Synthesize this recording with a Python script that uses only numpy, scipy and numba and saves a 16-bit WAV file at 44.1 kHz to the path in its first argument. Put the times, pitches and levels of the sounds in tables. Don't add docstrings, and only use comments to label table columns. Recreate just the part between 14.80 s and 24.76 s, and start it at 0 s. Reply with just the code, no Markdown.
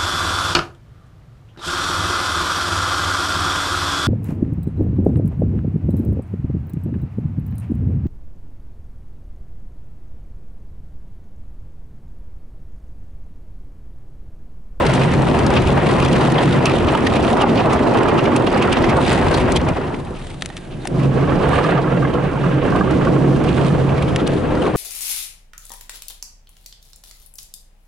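import sys
import numpy as np
from scipy import signal
from scipy.fft import rfft, irfft, next_fast_len
from scipy.io import wavfile
from scipy.ndimage import uniform_filter1d
from numba import njit

SR = 44100
rng = np.random.default_rng(int(sys.argv[2]) if len(sys.argv) > 2 else 0)


def transcribe(signal):
    frames = np.atleast_2d(signal).T
    limited = np.clip(frames, -1, 1)
    pcm = np.round(limited * 32767).astype(np.int16)
    wavfile.write(sys.argv[1], SR, pcm)


N = 439236

# door_boom_db, knock_db, scrub_db, spray_db, floor_shake_db
BRUSH_CONTACT = [(0.0, -15, -2.5, -2.5, -10, -11, -6), (0.45, -16, -2.5, -3, -13, -21, -7),
                 (0.8, -10.5, -4.5, -6, -16, -22.5, -7.5), (1.4, -14.5, -2.5, -3, -12, -13.5, -11.5),
                 (2.05, -13, -6.5, -6.5, -16, -21, -12), (2.2, -15, -10, -6.5, -14, -14, -13),
                 (2.8, -12, -8, -2.5, -16, -21.5, -9.5), (3.3, -13, -12, -1, -13, -32, -16.5),
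                 (3.7, -12.5, -14.5, -4, -14, -21.5, -19), (4.2, -14.5, -2, -2.5, -11, -19, -11),
                 (4.7, -16, -8.5, -2, -10, -15.5, -4.5), (4.85, -20.5, -2, -3, -14, -24, -2),
                 (5.1, -26, -4, -2.5, -12.5, -17, -8.5), (5.33, -34, -0.5, -3.5, -17, -14, -2),
                 (5.75, -39, -2, -19, -9, 1, -6), (5.95, -33, 1, -14, -16, -15.5, -12),
                 (6.07, -31.5, -5.5, -12, -13, 0.5, -12), (6.12, -25, -3, -8, -23, -17, -11),
                 (6.19, -19, -0.5, -8, -21, -25, -9), (6.45, -20, 1, -1.5, -12, -45, -9),
                 (6.75, -19, -1.5, 4, -5, -12, -2), (7.0, -22.5, 4, 0, -8.5, -22, -11),
                 (7.35, -21, -3, -2, -15, -46, -8), (7.55, -23.5, 0.5, -0.5, -11, -28, -8),
                 (7.75, -20, 0, -3, -13.5, -43, -9), (7.95, -19.5, 1, -1.5, -12, -26, -9),
                 (8.25, -15.5, -0.5, -4.5, -14.5, -37, -18), (8.85, -16.5, 0, -5.5, -16.5, -17.5, -7),
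                 (9.3, -22.5, 2.5, 0.5, -12.5, -41, -3.5), (9.45, -20.5, -4, -4, -13.5, -22, -14),
                 (9.7, -22, -2.5, -2, -13, -25, -4), (9.96, -19, -1.5, 0.5, -14.5, -15.5, -11)]
# nominal spread_db for drumming, door boom, knock, scrub, spray, floor shake
WANDER_DB = [1.36, 0.76, 1.36, 1.3, 5.2, 2.6]
WANDER_HZ = 14.0
# centre_s, change_db
DIPS = [(0.845, -7.5), (1.008, -7), (1.66, 1), (2.503, -4.5), (2.836, -8), (2.989, -11), (3.31, -5),
        (3.41, -5), (3.705, -4), (3.951, -8), (4.265, -6), (4.804, -9), (4.945, -8), (5.03, -1), (5.17, -4),
        (7.321, -4), (7.491, -4), (7.812, -7), (9.233, 1), (9.362, -2), (9.928, -8)]
DIP_S = 0.013
# time_s, left_minus_right_db (each layer takes a share)
BALANCE = [(0.0, 4), (0.3, -1), (0.41, 5.5), (3.61, -8), (4.47, 0.5), (5.57, 1), (6.08, -7), (6.21, -10.5),
           (9.1, -10), (9.35, 0), (9.96, 4)]
# pitch_hz, side_under_mid_db
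APART = [(25, -24), (110, -27.5), (190, -7.5), (350, -7.5), (620, -4.5), (1120, -5.5), (2000, -7.5),
         (3600, -7), (6450, -7.5), (11600, -12.5)]

# pitch_hz, width_hz, level_db
CABIN = [(121.4, 33.5, -1.5), (173.3, 22.5, -2.5), (209, 29.2, -1), (257.3, 34, 1), (319.4, 52, 0.5),
         (373.2, 67, -1), (491, 55, -7), (640, 198, -13.5)]
# pitch_hz, width_hz, level_db
DOOR = [(134.8, 8.9, 6.5), (159, 13.5, 0.5), (180, 10.5, 1.5)]
# pitch_hz, width_hz, level_db
SIDE_GLASS = [(69.6, 8.7, 1.5), (310.8, 13, 7.5), (271, 17, 0.5), (377, 19, 0.5), (496, 20, -2.5)]
# time_s, glass_ringing_over_brush_level_db
ON_GLASS = [(5.8, -13), (6.4, -5), (7.0, 0), (7.5, -7.5), (8.0, 0), (8.5, -2.5), (8.9, -6), (9.4, -4),
            (9.96, -0.5)]
DOOR_FROM_S = 5.8
# pitch_hz, width_hz, level_db
FLOOR = [(25, 8.8, -7), (46.2, 25.5, -2.5), (67.4, 10.3, 5.5), (88.6, 12.3, 4.5)]

# pitch_hz, level_db
KNOCK_REAR = [(240, -42), (400, -0.5), (465, -3.5), (974, -6), (1700, -18.5), (2210, -57), (3740, -120)]
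# pitch_hz, level_db
KNOCK_DOOR = [(240, -33), (400, -2.5), (483, -1), (593, -6.5), (962, -12), (1130, -11), (1600, -23.5),
              (1700, -28), (2210, -45), (3740, -120)]
# pitch_hz, level_db
SCRUB_REAR = [(820, -15), (1400, -3), (1690, -1), (1880, 1.5), (2230, -4), (2730, -4), (4400, -21.5),
              (5720, -28), (9680, -120)]
# pitch_hz, level_db
SCRUB_DOOR = [(820, -13), (1400, -8), (1580, 1.5), (1840, -4), (2910, -7), (4400, -23), (5720, -47),
              (9680, -120)]
# pitch_hz, level_db
SPRAY = [(2240, -1), (3800, 3.5), (5350, -10.5), (9420, -4), (10600, -20), (11300, 3), (11500, -44),
         (15000, -72), (22000, -120)]

# start_s, level_db, pitch_hz
KNOCKS = [(0.191, -13, 573), (0.541, -2.5, 703), (0.841, -5, 940), (1.093, -9, 725), (1.186, -7, 657),
          (1.482, -3, 740), (1.629, -3, 730), (1.675, -11, 1290), (1.838, -3, 663), (1.937, -5, 530),
          (1.967, -5, 684), (2.128, -4, 663), (2.149, 0.5, 894), (2.319, -7, 762), (2.392, -3, 686),
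          (2.533, 0, 740), (2.568, -3, 970), (2.637, 1.5, 817), (2.843, -15, 870), (3.006, -5, 475),
          (3.112, -6, 560), (3.171, -5, 840), (3.255, -3.5, 1230), (3.491, -16, 730), (3.556, -9, 853),
          (3.762, -7, 850), (4.185, -3.5, 920), (4.265, -8, 700), (4.506, -7, 614), (4.578, -7, 500),
          (4.882, -15, 577), (4.964, -17, 759), (4.985, -11, 430), (4.911, -4.5, 149), (5.086, -18, 417),
          (5.104, -13, 637), (5.137, -9, 328), (5.305, -16, 384), (6.4223, -14, 1160), (6.4742, -13, 1112),
          (6.506, -9, 1150), (6.52, -9.5, 1340), (6.628, -18, 1230), (6.668, -9, 720), (6.666, -11, 1090),
          (6.6912, -13, 1340), (6.73, -1.5, 1155), (6.74, -9, 1180), (6.784, -5, 1220), (6.8443, -4, 1180),
          (6.81, -10, 1320), (6.8871, -12, 1230), (6.919, -9, 1390), (6.921, -5, 706), (6.953, -11, 1156),
          (6.9776, -8, 1156), (6.985, -4, 690), (6.99, -12, 1114), (7.0725, -16, 1095), (7.123, -17, 1370),
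          (7.1545, -19, 990), (7.222, -8, 1180), (7.2466, -12, 1130), (7.249, -11, 1595), (7.329, -14, 690),
          (7.35, -14, 1075), (7.371, -16, 1280), (7.5194, -20, 1060), (7.552, -18, 1030),
          (7.5742, -12, 895), (7.6375, -11, 1180), (7.655, -22, 1130), (7.6858, -15, 1060),
          (7.7711, -22, 1180), (7.8263, -15, 1080), (7.8873, -17, 1180), (7.9224, -8, 1137),
          (7.947, -9, 1065), (7.95, -7, 710), (7.962, -12, 1190), (7.986, -16, 1950), (8.0085, -2, 1167),
          (8.022, -12, 1230), (8.075, -10, 1170), (8.1933, -15, 1110), (8.21, -9, 1210), (8.2405, -17, 990),
          (8.2693, -8, 1140), (8.361, -7, 1090), (8.4191, -15, 1000), (8.4587, -20, 1100),
          (8.494, -18, 1180), (8.5594, -11, 1150), (8.6095, -12, 1100)]
# pitch_ratio, level_db
PATCH_MODES = [(1, -0.5), (1.38, -6.5), (0.615, -7), (1.12, -10)]
KNOCK_MS, MODE_DB, PATCH_DETUNE = 11.6, -7.5, 0.16
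KNOCK_ROUGH_DB, KNOCK_GRAIN_HZ = 3, 350.2

# pitch_hz, level_db
DROPS = [(1200, -30), (2500, 0.5), (4000, -5.5), (6000, -15.5), (9000, -21), (11000, -23), (13000, -30)]
DROPS_PER_S, DROP_DB, DROP_SCATTER_DB, DROP_MS = 300, -14, 5, 0.88

# pitch_hz, level_db
RUNNING_WATER = [(290, -32), (500, -1), (817, -2), (1560, -17), (4220, -37), (4620, -27), (7660, -29),
                 (11000, -25), (14300, -53), (22000, -120)]
# pitch_hz, width_hz, level_db
THROB = [(28, 5, 0)]
WATER_DB, THROB_DB = -45, -37

# time_s (just before the peak), level_db, wet_top_db, crack_hz, length_ms (scaled per part), body_db
SLAPS = [(0.0667, -4, -16, 1820, 6.4, 0), (0.0994, -16, -14, 2010, 6.6, 2),
         (0.1366, -16, -3.5, 2740, 8.7, 2), (0.1494, -19, -5, 2460, 9.7, 4),
         (0.218, -9.5, -22, 2440, 12, 2), (0.2399, -19, -8, 2150, 6.3, 0), (0.3177, -25, -12, 1980, 8, 2),
         (0.3371, -11, -15, 1850, 7.2, 2), (0.558, -20, -8, 2400, 4, 0), (0.5891, -12, -12, 1820, 8, -1),
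         (0.6654, -12, -13, 1850, 11, 2), (0.7094, -20, -12, 1910, 8, 2), (0.739, -15, -13, 2400, 6, 2),
         (0.7706, -1.5, -28, 2620, 12.3, 5), (0.8194, -14, -12, 2360, 12.5, 5),
         (0.856, -25, -15, 2880, 7.2, 2), (0.8724, -5.5, -16, 2440, 6.7, -3), (0.885, -19, -4, 2600, 4, 0),
         (0.9193, -30, -17, 1860, 7, 0), (1.0221, -29, -22, 2680, 8, 2), (1.068, -10, -16, 2370, 7.3, -6),
         (1.1194, -26, -19, 1810, 8, 0), (1.1867, -22, -14, 2050, 10, 2), (1.2012, -12, -9, 2400, 6, 2),
         (1.2251, -8.5, -16, 2490, 9.3, 8), (1.2496, -10.5, -9, 3370, 6.8, 10),
         (1.3304, -11.5, -15, 2940, 11, 2), (1.3633, -8, -19, 1810, 8, 0), (1.4117, -8, -27, 1830, 17, 9),
         (1.5194, -10, -13, 1800, 8, 0), (1.5825, -9, -26, 3300, 8.8, 1), (1.635, -17, -10, 2400, 8, 0),
         (1.726, -15, -15, 3600, 8, 0), (1.786, -23, -17, 2600, 7.2, 0), (1.857, -9.5, -4.5, 2450, 7.4, 4),
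         (1.866, -8, -18, 2600, 10, 5), (1.8966, -9, -18, 2470, 5, 6), (1.918, -9, -22, 2200, 5, 2),
         (1.953, -18, -12, 3000, 20, 0), (1.985, -18, -7, 3200, 5, 0), (2.0, -18, -15, 2500, 7.1, 2),
         (2.045, -24, -16, 3000, 7.1, 0), (2.0855, -7, -32, 2630, 8.9, 5), (2.152, -11, -17, 2860, 6.4, 10),
         (2.1735, -21, -5, 2400, 6, 2), (2.2696, 2, -23, 1850, 5.2, -5), (2.36, -12, -20, 2520, 18, -2),
         (2.4399, -13, -14, 2400, 6, 5), (2.4798, -11, -23, 3150, 3.7, 13), (2.5272, -18, -18, 2360, 5, 2),
         (2.5706, -12, -19, 1870, 9.8, 2), (2.615, -6.5, -17, 2780, 13, 10),
         (2.6918, -13, -22, 2520, 13, 2), (2.7766, -9.5, -35, 2530, 17, -2),
         (2.8983, -16, -21, 2510, 18, 6), (2.9294, -9.5, -13.5, 2000, 21, 11),
         (2.8047, -12, -31, 2600, 7.2, 0), (2.978, -19.5, -23, 3300, 8.2, 0),
         (3.0011, -21, -26, 2480, 7.2, 2), (3.024, -23, -21, 2800, 6.3, 0),
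         (3.1188, -27, -12, 4500, 4.2, 0), (3.136, -23, -7, 2600, 10, 2), (3.1716, -12, -14, 2480, 8.9, 2),
         (3.186, -13, -18, 2580, 6.2, 4), (3.2321, -13, -13, 2600, 8.3, 2), (3.284, -9, -17, 2400, 11, 9),
         (3.3802, -14, -16, 2820, 7.3, 16), (3.391, -7, -30, 2530, 7.7, 0),
         (3.4406, -17, -11, 2970, 5.8, 2), (3.4565, -6, -31, 2370, 5.5, -4),
         (3.5627, -9, -5.5, 2530, 9.3, -2), (3.6731, -7.5, -26, 2660, 6.1, 4),
         (3.7264, -19, -11, 2490, 8, 2), (3.7758, -9.5, -16, 2160, 11, -1),
         (3.8227, -7.5, -20, 2530, 13, 6), (3.9275, -2.5, -12, 2660, 5.9, 0),
         (3.9694, -8, -29, 2100, 6.6, 6), (4.0417, -3.5, -27, 1850, 7.8, -2),
         (4.0946, -5, -22, 2070, 14, 3), (4.2622, -24, -10, 2640, 7.3, 2), (4.328, -20, 0, 2060, 9.8, 2),
         (4.3635, -23, -19, 2250, 8, 2), (4.5445, -9.5, -14, 4100, 11, -4), (4.574, -13, -9, 2390, 7.1, 9),
         (4.721, -22, 5, 1940, 6.3, -4), (4.7633, -4, -10, 3300, 6, -12), (4.771, -6, -16, 2200, 6, -8),
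         (4.815, -28, -12, 2800, 4.4, 2), (4.8878, -13.5, -13, 2310, 6.5, 11),
         (4.9684, -18, -21, 2110, 8.9, 6), (5.1437, -18, -26, 2100, 6.8, 2), (5.27, -33, -23, 2400, 10, 7),
         (5.3512, -31, -18, 3000, 6, 0), (5.366, -28, -22, 2500, 14, -3), (5.3941, -27, -14, 1920, 8, 0),
         (5.416, -26, -18, 1900, 7, 0), (5.444, -28, -22, 1800, 8, -1), (5.5079, -32, -19, 2230, 11, 0),
         (5.585, -44, -14, 3000, 8, -4), (5.912, -31, -18, 2700, 9, 0), (5.9224, -38, -16, 3300, 9.2, -2),
         (5.936, -34, -20, 2800, 14, -6), (6.0184, -36, -12, 3900, 18, -4), (6.195, -24, -20, 2200, 16, 2),
         (6.232, -24, -18, 2600, 16, 2), (6.4108, -18, -24, 1970, 8, 2), (6.6904, -21, -6, 1840, 7.4, 10),
         (6.8394, -10.5, -23, 1850, 9.1, 9), (6.977, -15, -32, 2030, 8.6, 16),
         (7.3382, -23, -23, 2860, 8, 2), (7.5294, -30, -22, 1870, 8, 2), (7.5894, -34, -20, 2410, 7.1, 2),
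         (7.863, -22, -14, 2070, 8, 0), (7.9039, -17, -19, 1850, 8, 2), (7.9598, -16, -18, 2040, 8.7, 5),
         (8.1105, -19, -13, 1830, 8, 0), (8.2501, -14, -18, 1850, 8, 4), (8.5609, -19.5, -18, 2720, 11, 9),
         (8.6393, -20, -10, 2050, 8, 0), (8.6877, -14, -22, 2500, 19, -3),
         (8.8573, -19, -20, 2240, 9.9, 16), (8.9511, -29, -19, 2850, 8, 2), (9.0912, -19, -22, 2430, 8, 2),
         (9.1775, -18, -23, 2030, 17, 4), (9.2239, -15, -16, 2280, 10, 1), (9.2843, -21, -19, 2970, 11, 2),
         (9.3891, -20, -25, 2110, 7.4, 2), (9.4, -23, -22, 3300, 8, 0), (9.4695, -15, -13, 4030, 4.1, 5),
         (9.476, -15.5, -5, 3000, 4, 2), (9.7507, -17, -24, 1800, 8, 0), (9.8206, -20, -15, 2910, 9.7, 7),
         (9.866, -17, -23, 2160, 8.7, 0)]
# pitch_hz, level_db
SLAP_BODY = [(500, -28), (900, 1), (1200, 10), (1700, -9), (2600, -51.5)]
# pitch_hz, level_db
SLAP_CRACK = [(1400, -3.5), (2200, -1), (3200, 1.5), (4800, -3.5), (6500, -10.5), (8000, -26)]
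# pitch_hz, level_db
SLAP_TOP = [(3800, 3), (5500, 3.5), (8000, 5.5), (11000, 2.5), (13000, -6)]

# peak_s, level_db, left_minus_right_db, fade_ms
SNAPS = [(0.0662, -22, 1.0, 1.6), (0.0957, -21, -1.0, 1.6), (0.1376, -18, 0.5, 1.6),
         (0.2169, -26, -1.0, 1.6), (0.2399, -25, 0.5, 1.6), (0.3182, -23, -1.0, 1.6),
         (0.5881, -27, 0.0, 1.6), (0.6654, -14, 0.0, 1.7), (0.7043, -17, -0.5, 1.6),
         (0.7272, -30, 1.5, 1.6), (0.7392, -27, 0.0, 1.6), (0.7642, -24, 0.0, 1.6),
         (0.8225, -26, -0.5, 1.6), (0.853, -27, -1.0, 1.6), (0.9303, -26, -1.0, 1.6),
         (1.0675, -23, 0.5, 1.6), (1.1144, -19, 1.5, 1.6), (1.1837, -29, -0.5, 1.6),
         (1.2012, -24, 0.0, 1.6), (1.2246, -24, -0.5, 1.6), (1.2486, -22, 0.0, 1.6),
         (1.2855, -18, 0.0, 1.6), (1.33, -14, 0.0, 1.6), (1.3613, -24, 0.0, 1.6), (1.5209, -21, 0.0, 1.6),
         (1.8568, -7, -1.0, 1.8), (2.0852, -31, 0.0, 1.6), (2.1181, -26, 0.0, 1.6), (2.152, -23, 0.5, 1.6),
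         (2.1735, -28, 0.0, 1.6), (2.2722, -23, 0.0, 1.6), (2.358, -26, 0.0, 1.6), (2.4324, -27, 0.5, 1.6),
         (2.4793, -26, 0.0, 1.6), (2.5272, -26, 0.5, 1.6), (2.5701, -24, -0.5, 1.6), (2.613, -17, 0.0, 1.6),
         (2.6878, -31, -1.0, 1.6), (2.9322, -19, 2, 1.6), (3.1173, -29, -0.5, 1.6),
         (3.1702, -30, -1.5, 1.6), (3.2321, -25, -0.5, 1.6), (3.4416, -26, -1.5, 1.6),
         (3.5628, -14, -3.0, 1.6), (3.6711, -27, -4.0, 1.6), (3.7708, -29, -3.0, 1.6),
         (3.927, -18, -2.0, 1.6), (3.9719, -27, 0.5, 1.6), (4.2622, -28, 0.0, 1.6), (4.3316, -23, 0.0, 1.6),
         (4.5414, -14, -1.5, 1.6), (4.7217, -19, 0.5, 1.6), (4.7606, -15, 0.0, 1.6), (4.815, -28, 0.5, 1.6),
         (4.8873, -26, 1.0, 1.6)]
# pitch_hz, level_db
SNAP_COLOUR = [(1200, -25), (2500, -3), (4500, 5), (8000, -2), (11000, -10), (12000, -25)]
SNAP_DB = -5

# start_s, level_db, low_modes_db, top_modes_and_crack_db, left_minus_right_db, ring_length_factor
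TICKS = [(5.4874, -45, 10, -17, -3.0, 1), (5.6224, -12.5, -9, -11, 3, 0.58),
         (5.6497, -30, -3, -22, 1.5, .8), (5.6563, -34, -9, -10, 1.5, .5), (5.659, -20, -12, -4.5, 6, 0.72),
         (5.7013, -32.5, 12, -17, -8, 1), (5.768, -23, -6, -13, 1.5, 0.95), (5.776, -37, 1, -4, 1.5, 1),
         (6.049, -36, 10, -20, 8, .6), (6.054, -31.5, 19, -8, 8, 0.65), (6.0554, -41, 27, -12, 10, 0.5),
         (6.0729, -20.5, -24, 3, 0, 0.38), (6.075, -32, -24, 3, -0.5, .7),
         (9.361, -14, -9, -10, -1.0, 0.83)]
# pitch_hz, level_db, t60_s (at a length factor of 1)
PLASTIC = [(780, -7.5, 0.031), (1210, -19, .025), (1830, -8.5, 0.035), (2300, -10, 0.008),
           (2780, -8, 0.015), (3540, -26, 0.0093), (4360, -16, 0.0032), (5600, 7, 0.0049), (8060, -8, .01),
           (9100, 4, 0.007)]

CEILING_DB, RATIO = -8.5, 3.17
LEFT_LAG_S, TOP_HZ = 0.00002, 11000


def undb(db):
    return 10 ** (np.asarray(db) / 20)


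def unit(x):
    return x / np.sqrt(np.mean(x ** 2))


def colour(x, points):
    hz, db = np.transpose(points)
    size = next_fast_len(N)
    f = np.maximum(np.arange(size // 2 + 1) * SR / size, 1)
    gain = undb(np.interp(np.log(f), np.log(hz), db))
    return irfft(rfft(x, size) * gain, size)[..., :N]


def ring(x, modes):
    total = 0
    for k, (hz, width, db) in enumerate(modes):
        b, a = signal.iirpeak(hz, hz / width, SR)
        total = total + (-1) ** k * undb(db) * signal.lfilter(b, a, x)
    return total


def wide():
    mid, side = rng.standard_normal((2, N))
    side = colour(side, APART)
    return np.array([mid + side, mid - side])


def left_right(balance_db):
    return np.array([balance_db, -balance_db]) / 2


def stroke(rise_ms, fall_ms):
    ms = np.arange(-SR // 20, SR // 20) / SR * 1000
    return np.exp(np.where(ms < 0, ms / rise_ms, -ms / fall_ms))


def walk(rate):
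    hold = int(SR / rate)
    steps = np.repeat(rng.standard_normal(N // hold + 1), hold)
    return 1.1 * uniform_filter1d(uniform_filter1d(steps, hold), hold)[:N]


def strips(rate, scatter_db, rise_ms, fall_ms, steady):
    size = undb(2 * scatter_db * np.minimum(rng.exponential(size=N), 3))
    hits = (rng.random(N) < rate / SR) * size
    power = signal.fftconvolve(hits, stroke(rise_ms, fall_ms), "same").clip(0)
    return np.sqrt(np.clip(steady, 0, 1) + np.clip(1 - steady, 0, 1) * power / power.mean())


def drumming(level_db, door_db):
    push = strips(rate=60.0, scatter_db=0.0, rise_ms=3.2, fall_ms=15.0, steady=0.55)
    panels = unit(ring(wide() * push, CABIN)) * undb(level_db - 1.0)
    blows = wide() * push
    glass_db = np.interp(np.arange(N) / SR, *np.transpose(ON_GLASS), left=-90)
    glass = unit(ring(blows, SIDE_GLASS)) * undb(level_db + glass_db)
    door = unit(ring(blows, DOOR)) * undb(level_db + 1.76 * door_db + 2.5)
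    return panels + glass + door


def washing(level_db, knock_db, scrub_db, spray_db):
    contact = np.clip((level_db + 48.0) / 10, 0, 1)
    land = strips(rate=40.0, scatter_db=3.0, rise_ms=2.3, fall_ms=6.0, steady=0.2) ** contact
    drops = strips(rate=27.0, scatter_db=2.5, rise_ms=0.54, fall_ms=2.2, steady=0.47) ** contact
    door = np.arange(N) > DOOR_FROM_S * SR
    wetness = np.where(door, 0.55, 1)

    knock = wide() * land ** 0.45
    knock = np.where(door, unit(colour(knock, KNOCK_DOOR)), unit(colour(knock, KNOCK_REAR)))
    scrub = wide() * land ** 0.5 * drops ** (0.13 * wetness)
    scrub = np.where(door, unit(colour(scrub, SCRUB_DOOR)), unit(colour(scrub, SCRUB_REAR)))
    spray = wide() * (land ** 0.5 * drops ** 0.98) ** wetness
    spray = unit(colour(spray, SPRAY))

    mix = knock * undb(knock_db - 0.15) + scrub * undb(scrub_db - 1.0) + spray * undb(spray_db - 7.5)
    return mix * undb(level_db)


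def knocks(near_db):
    chance = rng.random((700, 3))
    s = chance[:, 0] * (N - 1) / SR
    weak_db = near_db[(s * SR).astype(int)] - 3.0 + 4 * chance[:, 1]
    weak_hz = 420 * 3.5 ** chance[:, 2] ** 1.293
    weak = np.transpose([s, weak_db, weak_hz, 9 + 8 * chance[:, 1]])
    clear = [(s, db + MODE_DB, hz, KNOCK_MS) for s, db, hz in KNOCKS]
    rows = np.vstack([clear, weak])

    out, t = np.zeros((2, N + SR)), np.arange(SR // 16) / SR
    step, mode_db = np.transpose(PATCH_MODES)[..., None, None]
    variation = rng.random((len(rows), 3, 4, 1, 1))
    for (s, db, hz, ms), (turn, apart, spread) in zip(rows, variation):
        rise = t * 3000 / ms
        env = rise * np.exp(1 - rise)
        phase = 2 * np.pi * turn + 2.36 * (apart - 0.5) * np.array([[0], [1]])
        ratio = step * (1 + PATCH_DETUNE * (step != 1) * (spread - 0.5))
        modes = undb(mode_db) * np.sin(2 * np.pi * hz * ratio * t + phase)
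        start = int(s * SR)
        out[:, start:start + len(t)] += undb(db) * env * modes.sum(axis=0)
    return out[:, :N] * undb(KNOCK_ROUGH_DB * walk(KNOCK_GRAIN_HZ) - 1.5)


def spatter(near_db):
    scatter = undb(DROP_SCATTER_DB * np.minimum(rng.exponential(size=N), 3))
    size = (rng.random(N) < DROPS_PER_S / SR) * scatter
    hits = size * undb(left_right(4 * rng.standard_normal(N)))
    grains = signal.fftconvolve(hits, stroke(0.17, DROP_MS)[None], "same")
    return unit(colour(grains * wide(), DROPS)) * undb(near_db + DROP_DB)


def floor_shake(level_db):
    mid, side = rng.standard_normal((2, N))
    push = mid + 0.28 * side * np.array([[1], [-1]])
    return unit(ring(push, FLOOR)) * undb(level_db)


def low_throb():
    return unit(ring(rng.standard_normal(N), THROB)) * undb(THROB_DB)


def running_water():
    return unit(colour(wide(), RUNNING_WATER)) * undb(WATER_DB)


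def slaps(near_db):
    chance = rng.random((650, 3))
    s = 0.008 + chance[:, 0] * (N / SR - 0.02)
    size_db = near_db[(s * SR).astype(int)] + 1.0 + 6 * chance[:, 1] ** 2 - 5 * (s > DOOR_FROM_S)
    crack_hz = 2000 * 2.5 ** chance[:, 2] ** 2.6
    small = np.transpose([s, size_db, -14 + 0 * s, crack_hz, 3 + 4 * chance[:, 1], -9 + 0 * s])

    half = SR // 20
    shape, cracks = np.zeros((2, N + SR)), np.zeros((2, N + SR))
    glass = np.pad(unit(colour(wide(), SLAP_CRACK)), ((0, 0), (0, SR)))
    sharpness = np.array([[0.8], [1.2], [2.8]])
    for s, db, top_db, hz, ms, body_db in np.vstack([SLAPS, small]):
        body_env, crack_env, top_env = stroke(0.85 * ms, 1.1 * ms) ** sharpness
        first = int((s + 0.00023 * ms) * SR)
        span = slice(first, first + 2 * half)
        shape[0, span] += undb(db + body_db - 20.5) * body_env
        shape[1, span] += undb(db + top_db - 4.5) * top_env
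        piece = glass[:, span]
        b, a = signal.iirpeak(hz, 6.0, SR)
        piece = 0.22 * piece + 1.45 * signal.lfilter(b, a, piece)
        cracks[:, span] += undb(db - 8.5) * crack_env * piece

    body_env, top_env = shape[:, half:N + half]
    body = body_env * unit(colour(wide(), SLAP_BODY))
    top = top_env * unit(colour(wide(), SLAP_TOP))
    return body + top + cracks[:, half:N + half]


def snaps():
    env, half = np.zeros((2, N + SR)), SR // 20
    for s, db, balance_db, ms in SNAPS:
        first = int(s * SR)
        gain = undb(db + SNAP_DB + left_right(balance_db))[:, None]
        env[:, first:first + 2 * half] += gain * stroke(0.15, max(ms, 0.5))
    return env[:, half:N + half] * unit(colour(wide(), SNAP_COLOUR))


def ticks():
    hz, mode_db, t60 = np.transpose(PLASTIC)[..., None]
    out, t = np.zeros((2, N + SR)), np.arange(SR // 16) / SR
    for s, db, low_db, top_db, balance_db, length in TICKS:
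        group_db = np.where(hz < 2000, low_db, np.where(hz > 5000, top_db, 0))
        vary_level, vary_pitch, vary_phase = rng.random((3, len(hz), 1)) - 0.5
        fall_db = -60 * t / length
        gain = undb(mode_db + group_db + 5.2 * vary_level + fall_db / t60)
        phase = hz * (1 + 0.055 * vary_pitch) * t + 0.36 * vary_phase
        modes = gain * np.sin(2 * np.pi * phase)

        noise = rng.standard_normal((2, len(t) + 8))
        snap = uniform_filter1d(noise[0, 8:] - noise[0, :-8], size=5)
        snap = snap * undb(2.5 + fall_db / 0.029)
        crack = uniform_filter1d(noise[1, 3:] - noise[1, :-3], size=2)[:len(t)]
        crack = crack * undb(top_db + 2 + fall_db / 0.023)

        start = int(s * SR)
        gain = undb(db - 2.0 + left_right(balance_db))[:, None]
        out[:, start:start + len(t)] += gain * (modes.sum(axis=0) + snap + crack)
    return out[:, :N]


def scene():
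    now = np.arange(N) / SR
    s, *columns = np.transpose(BRUSH_CONTACT)
    level_db, *layers = (np.interp(now, s, column) for column in columns)
    wandering = [db + spread * walk(WANDER_HZ) for db, spread in zip([0, *layers], WANDER_DB)]
    beat, door, knock, scrub, spray, shake = wandering
    dip = sum(db * np.exp(-((now - at) / DIP_S) ** 2) for at, db in DIPS)
    beat, knock = beat + dip, knock + 0.99 * dip
    balance_db = left_right(np.interp(now, *np.transpose(BALANCE)))

    drums = drumming(level_db + beat, door)
    wet = washing(level_db, knock, scrub, spray)
    wet = wet + knocks(level_db + knock - 4.0)
    wet = wet + spatter(level_db + spray + 8.0 + 3 * np.minimum(level_db + 26.5, 0))
    wet = wet + slaps(level_db + scrub)
    brush = drums * undb(0.17 * balance_db) + wet * undb(0.4 * balance_db)
    steady = low_throb() + running_water()
    return brush + floor_shake(level_db + shake) + steady + snaps() + ticks()


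@njit
def follow(x, attack, release):
    y, e = np.empty(len(x)), 0.0
    for i in range(len(x)):
        e += (x[i] - e) * (attack if x[i] > e else release)
        y[i] = e
    return y


def record(dry):
    attack_s, release_s = 0.00094, 0.06
    loud = follow(np.abs(dry).max(axis=0), 1 / (attack_s * SR), 1 / (release_s * SR))
    wet = dry * np.minimum(undb(CEILING_DB) / (loud + 1e-9), 1) ** (1 - 1 / RATIO)
    wet = wet / (1 + wet ** 4) ** (1 / 4)
    size = next_fast_len(N)
    f = SR * np.arange(size // 2 + 1) / size
    wet[0] = irfft(rfft(wet[0], size) * np.exp(-2j * np.pi * LEFT_LAG_S * f), size)[:N]
    low_pass = signal.firwin(401, TOP_HZ, window=("kaiser", 5), fs=SR)
    return signal.fftconvolve(wet, low_pass[None], "same")


dry = scene()
out = record(dry)
transcribe(out)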